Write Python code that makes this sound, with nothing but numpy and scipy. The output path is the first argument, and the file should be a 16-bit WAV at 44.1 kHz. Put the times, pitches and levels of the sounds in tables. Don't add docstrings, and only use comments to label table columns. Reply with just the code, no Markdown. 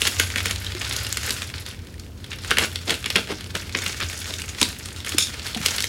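import sys
import numpy as np
from scipy import signal
from scipy.fft import rfft, irfft
from scipy.io import wavfile
from scipy.ndimage import uniform_filter1d

SR = 44100
rng = np.random.default_rng(int(sys.argv[2]) if len(sys.argv) > 2 else 0)


def generate_wav(signal):
    frames = np.transpose(np.atleast_2d(signal))
    scaled = np.clip(frames, -1, 1) * 32767
    pcm = np.round(scaled).astype(np.int16)
    wavfile.write(sys.argv[1], SR, pcm)


N = 259308
TIME = np.arange(N) / SR
CUTOFF_HZ = 16000
FOLD_HZ, LEAD_S = 2800, 0.003

# f/Hz, width/Hz, gain/dB
BOX_MODES = [(194, 36, 0.5), (269, 31, 2.5), (324.4, 77, -1.5), (422, 63, 3), (534, 217, -3),
             (1014, 126, -7), (1413, 35, -20)]
# f/Hz, gain/dB
FILM_SPECTRUM = [(300, 4), (760, -16), (1150, 2.5), (1500, 4), (1750, 2), (2200, 1), (3300, 1), (4600, 0),
                 (5600, -3.5), (7500, -25)]
# f/Hz, gain/dB
SIZZLE_SPECTRUM = [(3500, -30), (5200, 0.5), (6800, 1), (9500, -6.5), (12000, -11), (16000, -12.5)]
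# t/s, level/dB, relative treble/dB
GRIP = [(0, -32.5, -1.5), (.65, -36, -7.5), (1.4, -37, -3.5), (1.8, -47.5, -9), (2.14, -57.5, -4),
        (2.35, -42, -9.5), (2.7, -42, -3.5), (3.5, -42, -7.5), (4.15, -36, -1.5), (4.95, -41.5, -4.5),
        (5.4, -36, -7.5), (5.88, -35.5, -2.5)]


def from_db(db):
    return 10 ** (np.asarray(db) / 20)


def unit_rms(x):
    return x / np.sqrt(np.mean(x ** 2) + 1e-20)


def in_time(rows):
    times_s, *columns = np.transpose(rows)
    return [np.interp(TIME, times_s, column) for column in columns]


def at_hz(points, hz):
    points_hz, values = np.transpose(points)
    return np.interp(np.log(np.maximum(hz, 1)), np.log(points_hz), values)


def add(out, start_s, sound):
    i = max(0, int(start_s * SR))
    out[i:i + len(sound)] += sound[:max(0, N - i)]


def colour(x, spectrum, size=2048):
    gain = from_db(at_hz(spectrum, np.fft.rfftfreq(size, 1 / SR)))
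    cepstrum = irfft(np.log(gain))
    cepstrum[1:size // 2] *= 2
    cepstrum[size // 2 + 1:] = 0
    kernel = irfft(np.exp(rfft(cepstrum)))
    kernel = kernel.reshape((1,) * (x.ndim - 1) + (-1,))
    return signal.oaconvolve(x, kernel, axes=-1)[..., :x.shape[-1]]


def resonate(x, hz, width_hz):
    r = np.exp(-np.pi * width_hz / SR)
    b = np.array([1, 0, -1]) * (1 - r * r) / 2
    a = [1, -2 * r * np.cos(2 * np.pi * hz / SR), r * r]
    return signal.lfilter(b, a, x + 1e-18)


def body(x, modes):
    return sum((-1) ** k * from_db(db) * resonate(x, hz, width_hz)
               for k, (hz, width_hz, db) in enumerate(modes))


def ring(hz, t60_s):
    t = TIME[:SR // 2]
    return np.sin(2 * np.pi * hz * t) * from_db(-60 * t / t60_s)


def knocks(rows, contact_s):
    out = np.zeros(N)
    for start_s, db, hz, t60_s in rows:
        note = ring(hz, t60_s)
        onset = 1 - np.exp(-TIME[:len(note)] / contact_s)
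        add(out, start_s, from_db(db) * note * onset)
    return out


def clicks(per_s, spread_db):
    sizes = from_db(spread_db * np.minimum(rng.exponential(1, N), 3))
    signs = rng.choice([-1, 1], N)
    return sizes * signs * (rng.random(N) < per_s / SR)


def even(x, over_s):
    power = uniform_filter1d(x * x, max(8, int(over_s * SR)))
    return x / np.sqrt(np.abs(power) + np.mean(x * x) / 100)


def crackle(per_s, spread_db, band_hz, damping, clump_db, clumps_per_s, pitches=16):
    train = clicks(per_s, spread_db)
    pitch_index = rng.integers(0, pitches, N)
    clumping = np.interp(TIME * clumps_per_s, np.arange(N // 50), rng.standard_normal(N // 50))
    train *= from_db(clump_db * clumping)
    return sum(resonate(train * (pitch_index == k), hz, hz * damping)
               for k, hz in enumerate(np.geomspace(*band_hz, pitches)))


def room(x, wet_db, build_s=0.0037, bands=7):
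    # f/Hz, t60/s
    decay = [(200, 0.4), (1500, 0.17), (4000, 0.28), (8000, 0.25), (16000, 0.38)]
    t = TIME[:SR * 2 // 3]
    white = rfft(rng.standard_normal(len(t)))
    hz = np.fft.rfftfreq(len(t), 1 / SR)
    centres_hz = np.geomspace(200, CUTOFF_HZ, bands)
    tail = np.zeros(len(t))
    for centre_hz, share in zip(centres_hz, np.eye(bands)):
        band = irfft(white * at_hz(np.c_[centres_hz, share], hz), len(t))
        tail += band * from_db(-60 * t / at_hz(decay, centre_hz))
    tail *= 1 - np.exp(-t / build_s)
    tail /= np.sqrt(np.sum(tail ** 2))
    return x + from_db(wet_db) * signal.fftconvolve(x, tail)[:N]


def room_tone(rumble_db=-38.5, air_db=-42.5, hum_hz=69):
    # f/Hz, width/Hz, gain/dB
    bass_modes = [(51.4, 8.4, -2), (67.2, 16, -0.5), (89, 7.7, 9), (129, 15, -7)]
    # f/Hz, gain/dB
    air_spectrum = [(30, -9), (60, 7), (110, -0.5), (210, 1.5), (400, -6), (800, -18), (2000, -24),
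                    (4000, -26), (8000, -31), (16000, -34)]
    # t/s, level/dB
    hum_curve = [(0, -46), (.35, -37), (1.1, -37), (1.6, -47), (5.88, -49)]
    bass_band = signal.butter(4, [44, 160], "band", fs=SR, output="sos")
    bass_noise = signal.sosfilt(bass_band, rng.standard_normal(N + SR))
    rumble = from_db(rumble_db) * unit_rms(body(bass_noise, bass_modes)[SR:])
    air = from_db(air_db) * unit_rms(colour(rng.standard_normal(N), air_spectrum))
    hum = from_db(in_time(hum_curve)[0]) * np.sin(2 * np.pi * hum_hz * TIME)
    return rumble + air + hum


def far_motor():
    # t/s, f/Hz, level/dB
    run_up = [(0, 81.9, -43), (.25, 89, -30), (.6, 96.1, -32), (1, 108.1, -37.5), (1.6, 128, -46.5),
              (2.2, 133, -62)]
    hz, db = in_time(run_up)
    return from_db(db) * np.sin(2 * np.pi * np.cumsum(hz) / SR)


def box_bumps():
    # t/s, level/dB, f/Hz, t60/s
    bumps = [(.75, -25.5, 361, 0.11), (2.486, -23, 68, 0.29), (4.039, -25, 83, 0.33),
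             (3.303, -23, 407, 0.067), (3.322, -22.5, 298, 0.059), (4.619, -17, 269, 0.072),
             (5.147, -14.5, 308, 0.031), (5.563, -22, 220, 0.11), (5.603, -20, 159, 0.049)]
    return knocks(bumps, contact_s=0.00061)


def knife(rattle_t60_s=0.15, note_hz=3550, note_db=-11, note_t60_s=0.12):
    # t/s, level/dB
    touches = [(5.1835, -18.5), (5.204, -20), (5.222, -19)]
    # f/Hz, width/Hz, gain/dB
    clusters = [(2450, 170, -1), (3600, 220, 9), (4650, 250, -1), (5250, 270, 4.5), (6340, 260, -3),
                (6800, 570, 3), (8200, 440, -6), (9350, 330, 0), (11100, 300, -14), (11900, 450, -15)]
    out, t = np.zeros(N), TIME[:SR // 2]
    note = from_db(note_db) * ring(note_hz, note_t60_s)
    decay = from_db(-60 * t / rattle_t60_s)
    for start_s, db in touches:
        buzz = np.zeros(len(t))
        for hz, width_hz, gain_db in clusters:
            band = resonate(rng.standard_normal(len(t)), hz, 2 * width_hz)
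            buzz += from_db(gain_db) * resonate(band, hz, 2 * width_hz)
        add(out, start_s, from_db(db) * (note + unit_rms(buzz) * decay))
    return out


def pings():
    # t/s, level/dB, f/Hz, t60/s
    notes = [(.1985, -5.5, 1540, 0.015), (.6655, -14, 3160, 0.017), (.6655, -13, 3880, 0.013),
             (1.172, -5.5, 2220, 0.0092), (4.62, -18, 965, 0.039), (5.549, -22, 2920, 0.02),
             (5.562, -25.5, 726, 0.052)]
    return knocks(notes, contact_s=0.0011)


def dragging(rise_s=0.016, fall_s=0.0031):
    # t/s, length/s, film level/dB, box level/dB
    drags = [(2.492, 0.02, -28, -38), (2.599, 0.0516, -24.5, -29), (2.869, 0.068, -29.5, -30.5),
             (3.144, 0.054, -28.5, -29.5), (3.281, 0.055, -34, -32.5), (3.54, 0.032, -34, -31),
             (3.74, 0.04, -51, -35.5), (3.994, 0.047, -27.5, -37), (4.284, 0.036, -50, -39),
             (4.612, 0.022, -28, -30)]
    film_gain, box_gain = np.zeros(N), np.zeros(N)
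    for start_s, length_s, film_db, box_db in drags:
        rise = np.clip((TIME - start_s) / rise_s, 0, 1)
        fall = np.clip((start_s + length_s - TIME) / fall_s, 0, 1)
        film_gain += from_db(film_db) * rise * fall
        box_gain += from_db(box_db) * rise * fall
    slips = crackle(per_s=1300, spread_db=4.5, band_hz=(1010, 3800), damping=0.88,
                    clump_db=-0.5, clumps_per_s=900)
    rasp = colour(slips, FILM_SPECTRUM)
    rub = body(clicks(per_s=900, spread_db=4.5), BOX_MODES)
    return film_gain * even(rasp, over_s=0.084) + box_gain * even(rub, over_s=0.018)


def finger_work(attack_s=0.016, release_s=0.016):
    # t/s, length/s, level/dB
    squeezes = [(0.04, 0.035, -24.5), (0.175, 0.047, -33), (0.365, .15, -32.5), (0.791, .27, -31.5),
                (1.231, 0.1, -28), (1.525, 0.082, -42.5), (1.645, 0.053, -38), (2.295, 0.037, -37.5),
                (2.439, 0.075, -31.5), (2.588, 0.055, -26), (2.859, .08, -33), (3.144, 0.049, -30.5),
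                (3.278, 0.048, -33), (3.555, 0.046, -36.5), (3.756, .16, -31), (4.25, 0.05, -35.5),
                (4.41, 0.032, -38), (4.567, 0.12, -36), (5.05, 0.1, -32), (5.441, .04, -31.5),
                (5.62, 0.15, -29)]
    grip_db, _ = in_time(GRIP)
    power = from_db(grip_db) ** 2
    for start_s, length_s, db in squeezes:
        attack = np.clip((TIME - start_s) / attack_s, 0, 1)
        release = np.exp(-np.maximum(TIME - start_s - length_s, 0) / release_s)
        power += (from_db(db) * attack * release) ** 2
    return np.sqrt(power)


def crinkling(film_db=-3, box_db=-13.5, tick_db=-1, tick_s=0.0043):
    _, treble_db = in_time(GRIP)
    rustle = crackle(per_s=9000, spread_db=3, band_hz=(1296, 13400), damping=0.59,
                     clump_db=3.5, clumps_per_s=70)
    ticks = crackle(per_s=60, spread_db=1.5, band_hz=(1950, 11600), damping=0.35,
                    clump_db=1.5, clumps_per_s=23)
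    shiver = rng.standard_normal(SR // 50) * np.exp(-TIME[:SR // 50] / tick_s)
    ticks = signal.oaconvolve(ticks, shiver)[:N]
    grains = unit_rms(rustle) + from_db(tick_db) * unit_rms(ticks)
    film = from_db(film_db) * even(colour(grains, FILM_SPECTRUM), over_s=0.2)
    sizzle = from_db(treble_db) * even(colour(grains, SIZZLE_SPECTRUM), over_s=0.197)
    box = from_db(box_db) * even(body(grains, BOX_MODES), over_s=0.049)
    return finger_work() * (film + sizzle + box)


def small_folds(per_s=18, above_db=5, spread_db=2, spread_octaves=0.22, edge_db=-8.5, count=200):
    jitter, size, pitch, edge = rng.standard_normal((count, 4)).T
    times_s = (np.arange(count) + np.tanh(jitter) / 2 + 0.5) / per_s
    work_db = np.interp(times_s, TIME, 20 * np.log10(finger_work()))
    crack_db = work_db + above_db + spread_db * size
    hz = FOLD_HZ * 2 ** np.clip(spread_octaves * pitch, -1, 1)
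    sizzle_db = crack_db + edge_db + spread_db * edge
    return np.c_[times_s, crack_db, hz, sizzle_db][times_s < TIME[-1]]


def bursts(count, creep_s, crack_s, flutter_db, flutter_s, flaps_per_s):
    t = TIME[:SR // 16] - LEAD_S
    shape = count, len(t)
    flaps = rng.standard_normal(shape) * (rng.random(shape) < flaps_per_s / SR)
    crack = rng.choice([-1., 1.], shape) * (t >= 0) * np.exp(-np.abs(t) / crack_s)
    envelope = np.exp(-np.abs(t) / np.where(t < 0, creep_s, flutter_s))
    return crack + from_db(flutter_db) * flaps * envelope


def snaps(crack_damping=0.71, sizzle_hz=9660, sizzle_damping=0.57, jolt_db=-15, jolt_db_per_octave=-7):
    # t/s, crack level/dB, f/Hz, sizzle level/dB
    loud_cracks = [(0.0182, -13, 2920, -18.5), (.0524, -18.5, 2930, -32), (.074, -16, 3430, -19),
                   (.1983, -10, 2520, -14), (0.3593, -17.5, 2100, -29), (.384, -22.5, 2780, -32),
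                   (0.4578, -19, 2270, -23.5), (.51, -21.5, 2800, -25.5), (0.9108, -23, 3097, -44),
                   (0.9646, -26, 3300, -24.5), (1.1265, -25.5, 4430, -20.5), (1.1716, -21.5, 3040, -23.5),
                   (1.3065, -19, 3930, -22.5), (1.4202, -24, 2720, -32), (1.5404, -28, 2690, -51),
                   (1.997, -37.5, 5100, -40.5), (2.2432, -33.5, 2900, -43), (2.3174, -28, 2500, -47),
                   (2.5077, -19, 2880, -23.5), (2.5133, -10, 2100, -26.5), (2.571, -15, 2140, -31),
                   (2.5846, -9, 2730, -15), (2.7583, -21.5, 3240, -31.5), (2.8961, -18.5, 3250, -30),
                   (2.907, -16, 2300, -23), (2.9417, -24, 3080, -30), (3.043, -24.5, 2560, -39),
                   (3.0601, -19, 2400, -27.5), (3.1029, -18.5, 2700, -28), (3.1572, -12, 2680, -29),
                   (3.1611, -12.5, 2760, -21.5), (3.409, -32, 3400, -41), (3.553, -20.5, 2400, -28),
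                   (3.75, -16, 2000, -40), (3.864, -19.5, 2760, -32), (4.0031, -25, 2060, -30.5),
                   (4.3382, -25, 3520, -35), (4.4185, -27.5, 3080, -31.5), (4.615, -14, 3150, -15),
                   (4.629, -10.5, 4060, -17.5), (4.8583, -32.5, 3700, -32.5), (5.0474, -29.5, 2700, -40),
                   (5.0927, -35, 3000, -25), (5.1835, -12.5, 3480, -12.5), (5.5474, -23, 3320, -34),
                   (5.6609, -11.5, 3800, -15.5), (5.783, -20, 3250, -30), (5.805, -21.5, 3630, -26),
                   (5.8239, -26, 4100, -25), (5.8419, -19.5, 3300, -24)]
    events = np.vstack([loud_cracks, small_folds()])
    n = len(events)
    cracks = bursts(n, creep_s=0.004, crack_s=0.001, flutter_db=-2.5, flutter_s=0.0089, flaps_per_s=2800)
    sizzles = bursts(n, creep_s=0.0006, crack_s=0.001, flutter_db=0, flutter_s=0.005, flaps_per_s=2500)
    jolts = bursts(n, creep_s=0.00013, crack_s=0.00079, flutter_db=-1.5, flutter_s=0.0037,
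                   flaps_per_s=3300)
    cracks = colour(cracks, FILM_SPECTRUM)
    sizzles = colour(sizzles, SIZZLE_SPECTRUM)
    jolts = body(jolts, BOX_MODES)
    out = np.zeros(N)
    energy = 0.005 * SR
    for (start_s, crack_db, hz, sizzle_db), crack, sizzle, jolt in zip(events, cracks, sizzles, jolts):
        crack = resonate(crack, hz, hz * crack_damping)
        sizzle = resonate(sizzle, sizzle_hz, sizzle_hz * sizzle_damping)
        box_db = crack_db + jolt_db + jolt_db_per_octave * np.log2(hz / FOLD_HZ)
        for part, db in (crack, crack_db), (sizzle, sizzle_db), (jolt, box_db):
            add(out, start_s - LEAD_S, from_db(db) * part * np.sqrt(energy / np.sum(part ** 2)))
    return out


def scene():
    handling = room(snaps() + crinkling() + dragging() + pings() + knife(), wet_db=-7.5)
    bumps = room(box_bumps(), wet_db=-11)
    return (handling + bumps + room_tone() + far_motor())[None]


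def record(dry):
    bass_cut = signal.butter(3, 40, "high", fs=SR, output="sos")
    top_cut = signal.ellip(10, 0.1, 80, CUTOFF_HZ, fs=SR, output="sos")
    rounded = 0.88 * np.tanh(signal.sosfilt(bass_cut, dry) / 0.88)
    return signal.sosfilt(top_cut, rounded)


dry = scene()
out = record(dry)
generate_wav(out)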